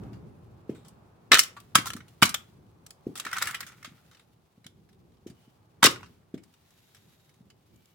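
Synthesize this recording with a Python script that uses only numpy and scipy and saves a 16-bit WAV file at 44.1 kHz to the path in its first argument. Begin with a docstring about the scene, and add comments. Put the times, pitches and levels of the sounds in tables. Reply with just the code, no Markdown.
"""A concrete walk by a house wall: a boot stamps on a flattened tin, which snaps, clanks and crinkles.
Each buckle is a burst of chatter filtered by the sheet's crowded modes and by ringing panels and folds.
Heels thud as short pulses on the slab, soles scrape and grit scuffs as shaped noise.
The wall answers with decaying noise echoes; far traffic rumbles in a light breeze as filtered noise."""
import sys
import numpy as np
from scipy import signal
from scipy.fft import rfft, irfft, next_fast_len
from scipy.io import wavfile
from scipy.ndimage import uniform_filter1d, map_coordinates

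SR = 44100
rng = np.random.default_rng(int(sys.argv[2]) if len(sys.argv) > 2 else 0)


def unload_audio(sound):
    """Save the sound as a 16-bit wav file, at the path given as the first command line argument."""
    columns = np.transpose(np.atleast_2d(sound))
    # keep every value between -1 and 1, then stretch to whole-number steps
    steps = np.round(np.clip(columns, -1, 1) * 32767)
    wavfile.write(sys.argv[1], SR, steps.astype(np.int16))


def how_loud(loudness_db):
    """Turn decibels into a plain amplitude multiplier (0 dB gives 1, 20 dB gives 10)."""
    steps = np.asarray(loudness_db, float) / 20
    return 10 ** steps


N = 350286


def unit(x):
    """Normalization: scale a signal to rms 1."""
    return x / np.sqrt(np.mean(x ** 2) + 1e-20)


def along(points, hz):
    """Interpolation of (Hz, value) points on a logarithmic frequency axis."""
    f, v = np.transpose(points)
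    return np.interp(np.log(hz + 1), np.log(f + 1), v)


def curves(rows):
    """Linear envelopes: one value per sample for each column after the time."""
    s, *columns = np.transpose(rows)
    return [np.interp(np.arange(N) / SR, s, column) for column in columns]


def wobble(rate):
    """Band-limited fluctuation: a smooth random curve with rate knots a second."""
    knots = rng.standard_normal(int(N * rate / SR) + 4)
    return map_coordinates(knots, [np.arange(N) * rate / SR])


def filtered(x, response):
    """Linear filtering: the spectrum times a response of frequency."""
    m = next_fast_len(N + 8192)
    return irfft(rfft(x, m) * response(np.fft.rfftfreq(m, 1 / SR)), m)[..., :N]


def mid_side_share(alike, hz):
    """Interchannel coherence: mid and side gains that give the wanted left-right likeness."""
    turn = np.arccos(np.clip(along(alike, hz), -1, 1)) / 2
    return np.array([np.cos(turn), np.sin(turn)])


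def paired(pair, spectrum, alike):
    """Partial coherence: two unrelated signals coloured and mixed into a stereo pair of rms 1."""
    mid, side = filtered(pair, lambda hz: how_loud(along(spectrum, hz)) * mid_side_share(alike, hz))
    return unit(np.array([mid + side, mid - side]))


def add(out, s, sound):
    """Superposition: mix a sound in at a time in seconds."""
    part = out[:, round(s * SR):][:, :sound.shape[1]]
    part += sound[:, :part.shape[1]]


def resonance(f, hz, width):
    """Damped oscillator: the response of one mode, with peak gain 1."""
    return 1j * f * width / (hz * hz - f * f + 1j * f * width)


# far traffic in the breeze: (time [s], rumble level [dB], hiss level [dB])
AIR = [(0, -42, -59), (.04, -39.5, -53.5), (.2, -45.5, -60), (.37, -53.5, -63.5), (.86, -51, -62.5),
       (1.39, -53, -65), (1.6, -55, -67.5), (2.76, -57.5, -68.5), (3.2, -56.5, -64), (3.87, -57.5, -69),
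       (4.29, -63, -71), (4.82, -61.5, -72.5), (5.82, -59.5, -69.5), (6.15, -64.5, -72.5),
       (7.12, -63.5, -72.5), (7.56, -62.5, -74.5), (7.94, -65, -74.5)]
# spectrum of the rumble, also of the tin's grind: (frequency [Hz], relative level [dB])
RUMBLE_SPECTRUM = [(15, -60), (25, -25), (53, -9), (117, -0.5), (135, -4.5), (167, -5), (277, -14.5),
                   (372, -13.5), (600, -29), (780, -62), (1320, -120)]
# spectrum of the traffic hiss: (frequency [Hz], relative level [dB])
TRAFFIC_SPECTRUM = [(240, -31.5), (400, -9), (839, -6), (921, -9), (1140, -10), (1960, -24), (2590, -25),
                    (2970, -30.5), (16000, -48)]
# coherence of these diffuse sounds: (frequency [Hz], left-right likeness [-1 to 1])
DIFFUSE_LIKENESS = [(25, .5), (60, 1), (125, 0.88), (240, 0.71), (950, 0.04), (3770, 0.01), (15000, 0.06)]
# faint narrow bands of noise that come and go: (start [s], end [s], frequency [Hz], width [Hz], level [dB])
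NARROW_BANDS = [(.25, .5, 9600, 150, -89), (5.32, 5.55, 3000, 200, -78), (6.55, 7.5, 3800, 130, -79),
                (6.6, 7.35, 6900, 300, -84), (6.6, 7.42, 11600, 200, -81), (6.6, 7.3, 12500, 300, -88),
                (7.68, 8, 2300, 150, -82), (7.7, 8, 3000, 200, -84), (7.7, 8, 12300, 500, -83),
                (7.7, 8, 14200, 400, -85), (7.68, 8, 15200, 400, -84)]


def street():
    """Broadband noise: rumble that swells in lumps, smooth traffic hiss; besides these, faint narrow bands of
    noise come and go."""
    rumble_db, hiss_db = curves(AIR)
    lumps_db = 2.2 * wobble(9.8) + 1.5 * wobble(2.0)
    rumble = paired(rng.standard_normal((2, N)), RUMBLE_SPECTRUM, DIFFUSE_LIKENESS)
    out = how_loud(rumble_db + lumps_db) * rumble
    hiss = paired(rng.standard_normal((2, N)), TRAFFIC_SPECTRUM, DIFFUSE_LIKENESS)
    out = out + how_loud(hiss_db + 0.57 * wobble(2.0)) * hiss
    for start, end, hz, width, db in NARROW_BANDS:
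        noise = rng.standard_normal((2, round((end - start) * SR)))
        edges = [hz - width / 2, hz + width / 2]
        band = signal.sosfilt(signal.butter(2, edges, "band", fs=SR, output="sos"), noise)
        add(out, start, how_loud(db) * unit(band) * signal.windows.tukey(noise.shape[1], .5))
    return out


# decay of the wall's answer: (frequency [Hz], time to fall 60 dB [s])
WALL_T60 = [(150, 0.38), (1000, .3), (4000, .22), (12000, 0.18)]


def wall(x):
    """Reverberation: each frequency of the yard's answer decays at its own rate."""
    out, size = np.zeros((2, N)), SR // 4
    for start in range(0, N, size):  # a new tail every quarter second
        hz, t, z = signal.stft(rng.standard_normal((2, SR // 2)), SR, nperseg=256)
        blend = np.where(hz < 600, .4, 0)[:, None]  # bass is more alike on both sides
        z[1] = blend * (z[0] - z[1]) + z[1]
        decay = how_loud(-60 * t / along(WALL_T60, hz)[:, None])
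        tail = signal.istft(z * decay, SR, nperseg=256)[1]
        tail = tail / np.linalg.norm(tail[0])
        echo = signal.fftconvolve(x[:, start:start + size], tail, axes=1)
        add(out, start / SR + 0.011, echo)
    return out


# the boot's weight shifting on the tin:
# (peak time [s], rise [dB/s], fall [dB/s], buzz level [dB], low grind level [dB])
SHIFTS = [(1.92, 93.5, 90.5, -59.5, -48.5), (2.4, 10, 61.5, -75, -67), (3.36, 108.5, 46, -44.5, -50.5),
          (3.47, 65.5, 105, -46.5, -62), (5.971, 60.5, 51, -70.5, -50.5)]


def weight():
    """Exponential envelopes: buzz and grind gains swell to each shift's peak and die away."""
    t = np.arange(N) / SR
    s, rise, fall, buzz_db, grind_db = np.transpose(SHIFTS)[:, :, None]
    slope_db = -rise * (s - t).clip(0) - fall * (t - s).clip(0)
    shape = how_loud(slope_db) * (s - t < .2)  # starts 0.2 s before the peak
    return (how_loud(buzz_db) * shape).sum(axis=0), (how_loud(grind_db) * shape).sum(axis=0)


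# soles dragging over sand: (start [s], end [s], level [dB])
SCUFFS = [(-.1, .15, -78.5), (1.403, 1.499, -63.5), (1.454, 1.78, -73), (1.947, 2.65, -75),
          (3.02, 3.22, -73), (3.617, 4.351, -75.5), (5.295, 5.6, -75.5), (5.872, 6.194, -72.5),
          (6.365, 7.451, -71), (7.572, 8.201, -77)]


def grit():
    """Granular friction: sand and creasing foil give clumped tiny clicks over a hiss."""
    floor_db, crinkle_db = -76, -11  # grit at rest; crinkling relative to the buzz gain
    click_size = how_loud(3.5 * rng.exponential(size=N).clip(0, 3))
    clicks = rng.standard_normal((2, N)) * click_size * (rng.random(N) < .02)
    rasp = unit(clicks) * .5 + rng.standard_normal((2, N))
    colour = [(600, -31.5), (1300, -2.5), (3500, -1.0), (8000, -8), (16000, -9.0)]  # (Hz, dB)
    t = np.arange(N) / SR
    scuffs = sum(how_loud(db) * np.sin(np.pi * ((t - a) / (b - a)).clip(0, 1)) for a, b, db in SCUFFS)
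    level = how_loud(floor_db) + scuffs + how_loud(crinkle_db) * weight()[0]
    noise = paired(rasp, colour, [(1000, 0.47), (4000, 0.082)])
    return level * unit(how_loud(1.5 * wobble(54)) * noise)


# heels and soles landing on the slab: (time [s], thump level [dB], pitch [Hz])
STEPS = [(0.05, -35, 193), (0.12, -33, 223), (0.6939, -18.5, 330), (1.3143, -20, 276), (1.334, -20, 380),
         (1.754, -19, 200), (1.784, -23.5, 205), (1.951, -27.5, 200), (2.223, -13.5, 200),
         (2.248, -23, 209.2), (3.0672, -19, 290), (3.09, -30, 260), (3.259, -38.5, 284.8),
         (3.875, -39.5, 210), (3.916, -43, 180), (4.576, -45.5, 180), (4.657, -41, 180),
         (5.263, -29.5, 300), (5.299, -36.5, 190), (5.477, -45.5, 250), (5.828, -18.5, 200),
         (5.847, -9.5, 400), (5.872, -18, 350), (6.3401, -22, 240), (6.367, -39, 230), (7.406, -42.5, 170),
         (7.464, -49, 170)]
# spectrum of the rolling sole's dull scrape: (frequency [Hz], relative level [dB])
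ROLL_SPECTRUM = [(60, -16.5), (130, -1), (260, -5), (420, -9.5), (700, -21.5), (1200, -51)]


def settling():
    """Sliding friction: after each landing the sole rolls flat with a short, lumpy, dull scrape."""
    scrape_db, t60 = -17, .15  # relative to the thump level; decay [s]
    t = np.arange(N) / SR
    level = np.zeros(N)
    for s, db, _ in STEPS:
        onset = ((t - s) / 0.004).clip(0, 1)
        level += how_loud(db + scrape_db - 60 * (t - s).clip(0) / t60) * onset
    scrape = paired(rng.standard_normal((2, N)), ROLL_SPECTRUM, [(100, 1.0), (500, .9)])
    return level * how_loud(3 * wobble(60)) * scrape


def heels():
    """Impulse response: a heel's blunt push of a cycle or two excites a weak ring of sole and slab."""
    thump_cycles, ring_cycles = .6, 5.5  # width of the thump; scale of the ring's life
    slab_db, sole_db = -11, -16  # rings relative to the thump level
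    sole_s = 0.0016  # time constant of a leather sole's landing [s]
    out, t = np.zeros((2, N)), np.arange(SR // 5) / SR
    for s, db, hz in STEPS:
        thump = np.sin(2 * np.pi * hz * t) * np.exp(-((t * hz - .8) / thump_cycles) ** 2)
        modes = np.r_[125, hz * np.array([.8, 1.45])]  # one slab mode, two sole modes
        t60 = ring_cycles / hz * np.array([3, 2.5, 2])
        tones = np.sin(2 * np.pi * np.outer(modes, t)) * how_loud(-60 * t / t60[:, None])
        ring = how_loud([slab_db, sole_db, sole_db]) @ tones
        onset = (1 - np.exp(-t / sole_s)) ** 2
        add(out, s, -how_loud(db) * (thump + ring * onset)[None])
    # a small sole moves little deep bass
    return signal.sosfilt(signal.butter(2, 90, "high", fs=SR, output="sos"), out)


def grind():
    """Dry friction: the loaded tin grates dully on the slab as fluctuating low noise."""
    noise = paired(rng.standard_normal((2, N)), RUMBLE_SPECTRUM, DIFFUSE_LIKENESS)
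    return weight()[1] * how_loud(3.1 * wobble(12)) * noise


# stiff folds that ring on: (frequency [Hz], nominal width [Hz], relative level [dB])
FOLDS = [(1364, 33, -11), (1480, 10, -18), (1854, 100, -15.5), (2155, 10, -18)]


def rattle():
    """Repeated excitation: irregular taps keep the settling sheet's folds ringing in broken bursts."""
    taps = rng.standard_normal((2, N)) * how_loud(5 * wobble(90)) * (rng.random(N) < .05)

    def response(f):
        folds = sum(how_loud(db) * resonance(f, hz, 5 * width) for hz, width, db in FOLDS)
        return folds * resonance(f, 1400, 2100)

    mid, side = unit(filtered(taps, response)) * [[1], [.4]]
    return weight()[0] * np.array([mid + side, mid - side])


def little_snaps(count=36):
    """Random point process: small chance buckles, denser and stronger under more weight."""
    strength_db, panel_db = 14.5, 28.5  # largest, over the buzz gain; panel ring over the chatter
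    buzz = weight()[0]
    dose = np.cumsum(np.sqrt(buzz) * (buzz > how_loud(-66)))
    when, size, pitch = rng.random((count, 3)).T
    at = np.searchsorted(dose / dose[-1], (np.arange(count) + when) / count).clip(SR // 2, N - 1)
    level_db = 20 * np.log10(buzz[at] + 1e-9) + strength_db - 8 * size
    return [(i / SR, db, 1150 * 2.3 ** p, 3, .045, panel_db) for i, db, p in zip(at, level_db, pitch)]


# smaller panels of the tin: (nominal frequency [Hz], nominal width [Hz], mean level [dB])
SMALL_PANELS = [(2330, 210, -4), (2990, 210, 1), (3840, 220, -0.5), (4830, 310, -7.5), (5630, 500, -8.5),
                (7240, 600, -7.5)]
# the sheet's crowd of small modes: (frequency [Hz], relative level [dB])
SHEET = [(290, -38), (500, -10), (974, -14.5), (1280, -2), (2330, -4), (3590, -1), (3980, -3), (8090, -4.5),
         (16000, -15)]
# coherence of the sheet's sound: (frequency [Hz], left-right likeness [-1 to 1])
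SHEET_LIKENESS = [(500, 0.28), (1400, 0.94), (2800, 0.15), (5000, 0.058), (12000, .02)]


def buckle(panel_hz, treble_db, t60, panel_db, size=8192):
    """Modal excitation: a few ms of chatter fill the sheet's crowded modes and ring its panels."""
    t, f = np.arange(size) / SR, np.fft.rfftfreq(size, 1 / SR)
    noise, bend = rng.standard_normal((3, 2, size)), rng.standard_normal((2, len(SMALL_PANELS)))

    # uneven slips, led by a sharp crack
    chatter = how_loud(1.7 * map_coordinates(noise[0, 0], [t * 500], order=1)) * (t < .15)
    since = (t - .004).clip(0)
    crack = 1 + 0.81 * how_loud(-60 * since / 0.019)
    rise = (1 - np.exp(-since / 0.0015)) * chatter * crack
    body, top, knock = (rfft(v * rise * how_loud(-60 * t / (t60 * life)))
                        for v, life in zip(noise, [1, .7, .3]))

    small = sum(how_loud(db + 4 * b) * resonance(f, hz * (1 + .06 * a), width / 2)
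                for (hz, width, db), a, b in zip(SMALL_PANELS, *bend))
    ripple_db = 2.5 * map_coordinates(noise[0, 1], [f / 700])  # every crease has its own colour
    sheet = how_loud(along(SHEET, f) + ripple_db) * (1 + 1.3 * small)
    high = 1 / (1 + (4500 / (f + 1)) ** 2)
    crowd = sheet * (body * (1 - high) + top * high * how_loud(treble_db))

    panel = resonance(f, panel_hz, 60)
    panel = panel + how_loud(-9) * resonance(f, 1.25 * panel_hz, 90)
    panel = panel + how_loud(-8.5) * resonance(f, .88 * panel_hz, 90)
    folds = sum(how_loud(db + 3.5) * resonance(f, hz * (1 + 0.037 * a), width)
                for (hz, width, db), a in zip(FOLDS, bend[1]))
    panel = (panel + folds) * resonance(f, panel_hz, 1900)  # little spills far from the panel's pitch

    # a sharp blow drives all modes evenly: flatten the knock's spectrum
    strength = np.linalg.norm(rise * how_loud(-60 * t / (t60 * 0.35)))
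    knock *= strength / (uniform_filter1d(abs(knock), size=60) + 1e-9)
    share = mid_side_share(SHEET_LIKENESS, f)
    mid, side = irfft(share * (crowd + how_loud(panel_db) * panel * knock), size)
    return np.array([mid + side, mid - side])


# a big panel pops over and clanks:
# (time [s], strength [dB], panel pitch [Hz], treble [dB], nominal decay t60 [s])
CLANKS = [(1.3179, 6, 2038, -5.5, .053), (1.3211, -2.5, 1326, -5.5, 0.069), (1.3362, 1, 1220, -13.5, 0.033),
          (1.3504, -1.5, 1740, -0.5, .057), (1.36, -9.5, 1620, -9, .048), (1.3718, -4, 1286, 0.1, .045),
          (1.5668, -41.5, 1153, -5.5, 0.19), (1.7539, 0.5, 1304, 5.5, .07), (1.7577, -10, 1274, 4.1, .043),
          (1.7744, -23.5, 2050, -3, .078), (1.7844, -18.5, 2190, -1.93, .081),
          (1.8578, -29.5, 1030, 11, 0.1), (1.8675, -28, 1350, 11, .13), (1.9034, -17, 1350, 1.5, 0.045),
          (1.9345, -19.5, 1320, 8, .035), (1.9655, -39.5, 1387, 7.5, 0.11),
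          (2.0047, -41.5, 1480, -18.5, 0.09), (2.2242, 0.94, 1127, -1.5, 0.062),
          (2.2299, 14, 1480, -1.97, .034), (3.2505, -26, 1830, 3.5, .07), (3.2655, -22, 1400, -11, .085),
          (3.2884, -32.5, 1600, -19, 0.072), (3.3297, -23.5, 1517, 4, .12), (3.367, -29.5, 1720, 6, .11),
          (3.3837, -18.5, 1410, 4.5, .063), (3.4233, -14, 1390, 9.5, .066), (3.472, -29, 1700, 9, .15),
          (3.5102, -20.5, 1710, 6, 0.049), (3.5456, -19.5, 1944, -2, .089),
          (3.6292, -32.5, 1910, -3, 0.098), (3.7191, -45, 1364, -2.5, .071),
          (3.8285, -33, 2100, 2.5, 0.051), (5.8268, -8, 1210, -7.5, .06), (5.83, 0.5, 1104, -1, .075),
          (5.8538, 1.5, 1960, -3.5, 0.055), (5.8663, 9.5, 1240, -7, 0.036),
          (5.8844, -37, 1720, -6.5, 0.045), (5.9096, -36, 2080, 12.5, .1), (5.9594, -30.5, 1450, -15, .063),
          (6.0303, -36.5, 1130, -19.5, 0.11)]
# a crease snaps while the panels hardly move:
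# (time [s], strength [dB], treble [dB], nominal decay t60 [s])
CREASES = [(.0344, -46.5, 0.5, 0.05), (0.1312, -48.5, -4, 0.18), (.6938, -47, -10.5, 0.24),
           (.7487, -51, -1.5, 0.4), (0.8486, -51.5, 2.5, 0.27), (0.883, -55, 19, 0.084),
           (1.3295, -1, -11.5, .13), (1.3433, 14, 2, 0.026), (1.3843, -8, 4.5, 0.06),
           (1.3925, 10.5, 13, 0.023), (1.3969, -14, 14.5, 0.073), (1.4342, -25.5, 17.5, 0.055),
           (1.602, -40, 11.5, 0.049), (1.7495, -15.5, -9, 0.061), (2.0821, -51, 10, 0.091),
           (2.2197, -10.5, 4.5, 0.051), (2.2378, -15.5, 12.5, 0.051), (2.2537, -18, 5.5, 0.12),
           (2.2926, -23.5, 12, 0.068), (2.3431, -9.5, 3.5, 0.059), (2.8647, -31, 12, 0.036),
           (2.907, -33.5, 14.5, 0.039), (3.1553, -33, 4.5, 0.23), (3.1758, -31.5, 10, 0.11),
           (3.1982, -20.5, 6.5, 0.061), (3.3144, -29, 3.5, .043), (3.4161, -16, -17, 0.11),
           (3.456, -26, 6, 0.063), (3.6058, -17.5, 4.5, 0.058), (3.6661, -37.5, 3.5, 0.21),
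           (3.8461, -28.5, -7, 0.14), (4.113, -47.5, -4, .18), (4.132, -48, -6.5, .06),
           (4.148, -39, -9, .06), (4.171, -41.5, -6, .06), (4.1951, -41.5, -7.5, 0.087),
           (4.6441, -39, -6.5, 0.067), (4.6652, -28.5, 1.5, 0.048), (4.8899, -50, -0.5, .093),
           (4.9294, -53.5, 0.8, .066), (5.12, -55, -4.5, .05), (5.17, -54, -6.5, .05),
           (5.2692, -48, 5.3, 0.19), (5.2994, -47, 3, .1), (5.8404, 6, 0.5, 0.06),
           (5.8484, 5.5, -0.5, 0.037), (5.8592, 1.5, 4, 0.053), (6.0599, -43, -12.5, 0.096),
           (6.3416, -39.5, -8.5, 0.076), (6.3776, -44.5, -8, 0.091), (6.4353, -47.5, 7, 0.069),
           (6.5394, -51.5, 4.5, .07), (6.707, -48.5, 6, 0.05), (6.9479, -44, 1.5, .11),
           (6.968, -46.5, 1, 0.065), (7.2937, -48.5, 5, 0.062), (7.3406, -56.5, 7, .06),
           (7.5018, -44.5, -2, 0.069), (7.76, -56.5, 13.5, 0.049), (7.857, -50, 16, 0.03)]


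def tin():
    """Snap-through buckling: the bent sheet jumps between shapes, in clanks, creases and small snaps."""
    clank_panel_db, crease_panel_db = 26, 11.5  # the panel's ring over the sheet's chatter
    out = np.zeros((2, N))
    snaps = [(*row, clank_panel_db) for row in CLANKS]
    for s, db, treble_db, t60 in CREASES:
        panel_hz = 1471 * np.exp(.16 * rng.standard_normal())
        snaps.append((s, db, panel_hz, treble_db, t60, crease_panel_db))
    for s, db, *settings in snaps + little_snaps():
        add(out, s - .005, how_loud(db) * buckle(*settings))
    return out


def scene():
    """Superposition: the tin and boots close by, the wall behind, the street far off."""
    sheet, boots = tin(), heels()
    echoes = wall(how_loud(-15.5) * sheet + how_loud(-12.5) * boots)
    contact = settling() + rattle() + grind() + grit()
    return sheet + boots + echoes + contact + street()


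def low_pass(x):
    """Removes everything above the highest recorded frequency."""
    return signal.sosfilt(signal.butter(12, 16490, fs=SR, output="sos"), x)


def record(dry):
    """Transduction: the microphones drop the deep bass, and the loudest clacks saturate softly."""
    dry = signal.sosfilt(signal.butter(1, 90, "high", fs=SR, output="sos"), dry)
    ceiling = .95  # amplitude that soft clipping approaches
    mix = dry / (1 + np.abs(dry / ceiling) ** 4) ** (1 / 4)
    return low_pass(mix)


dry = scene()
out = record(dry)
unload_audio(out)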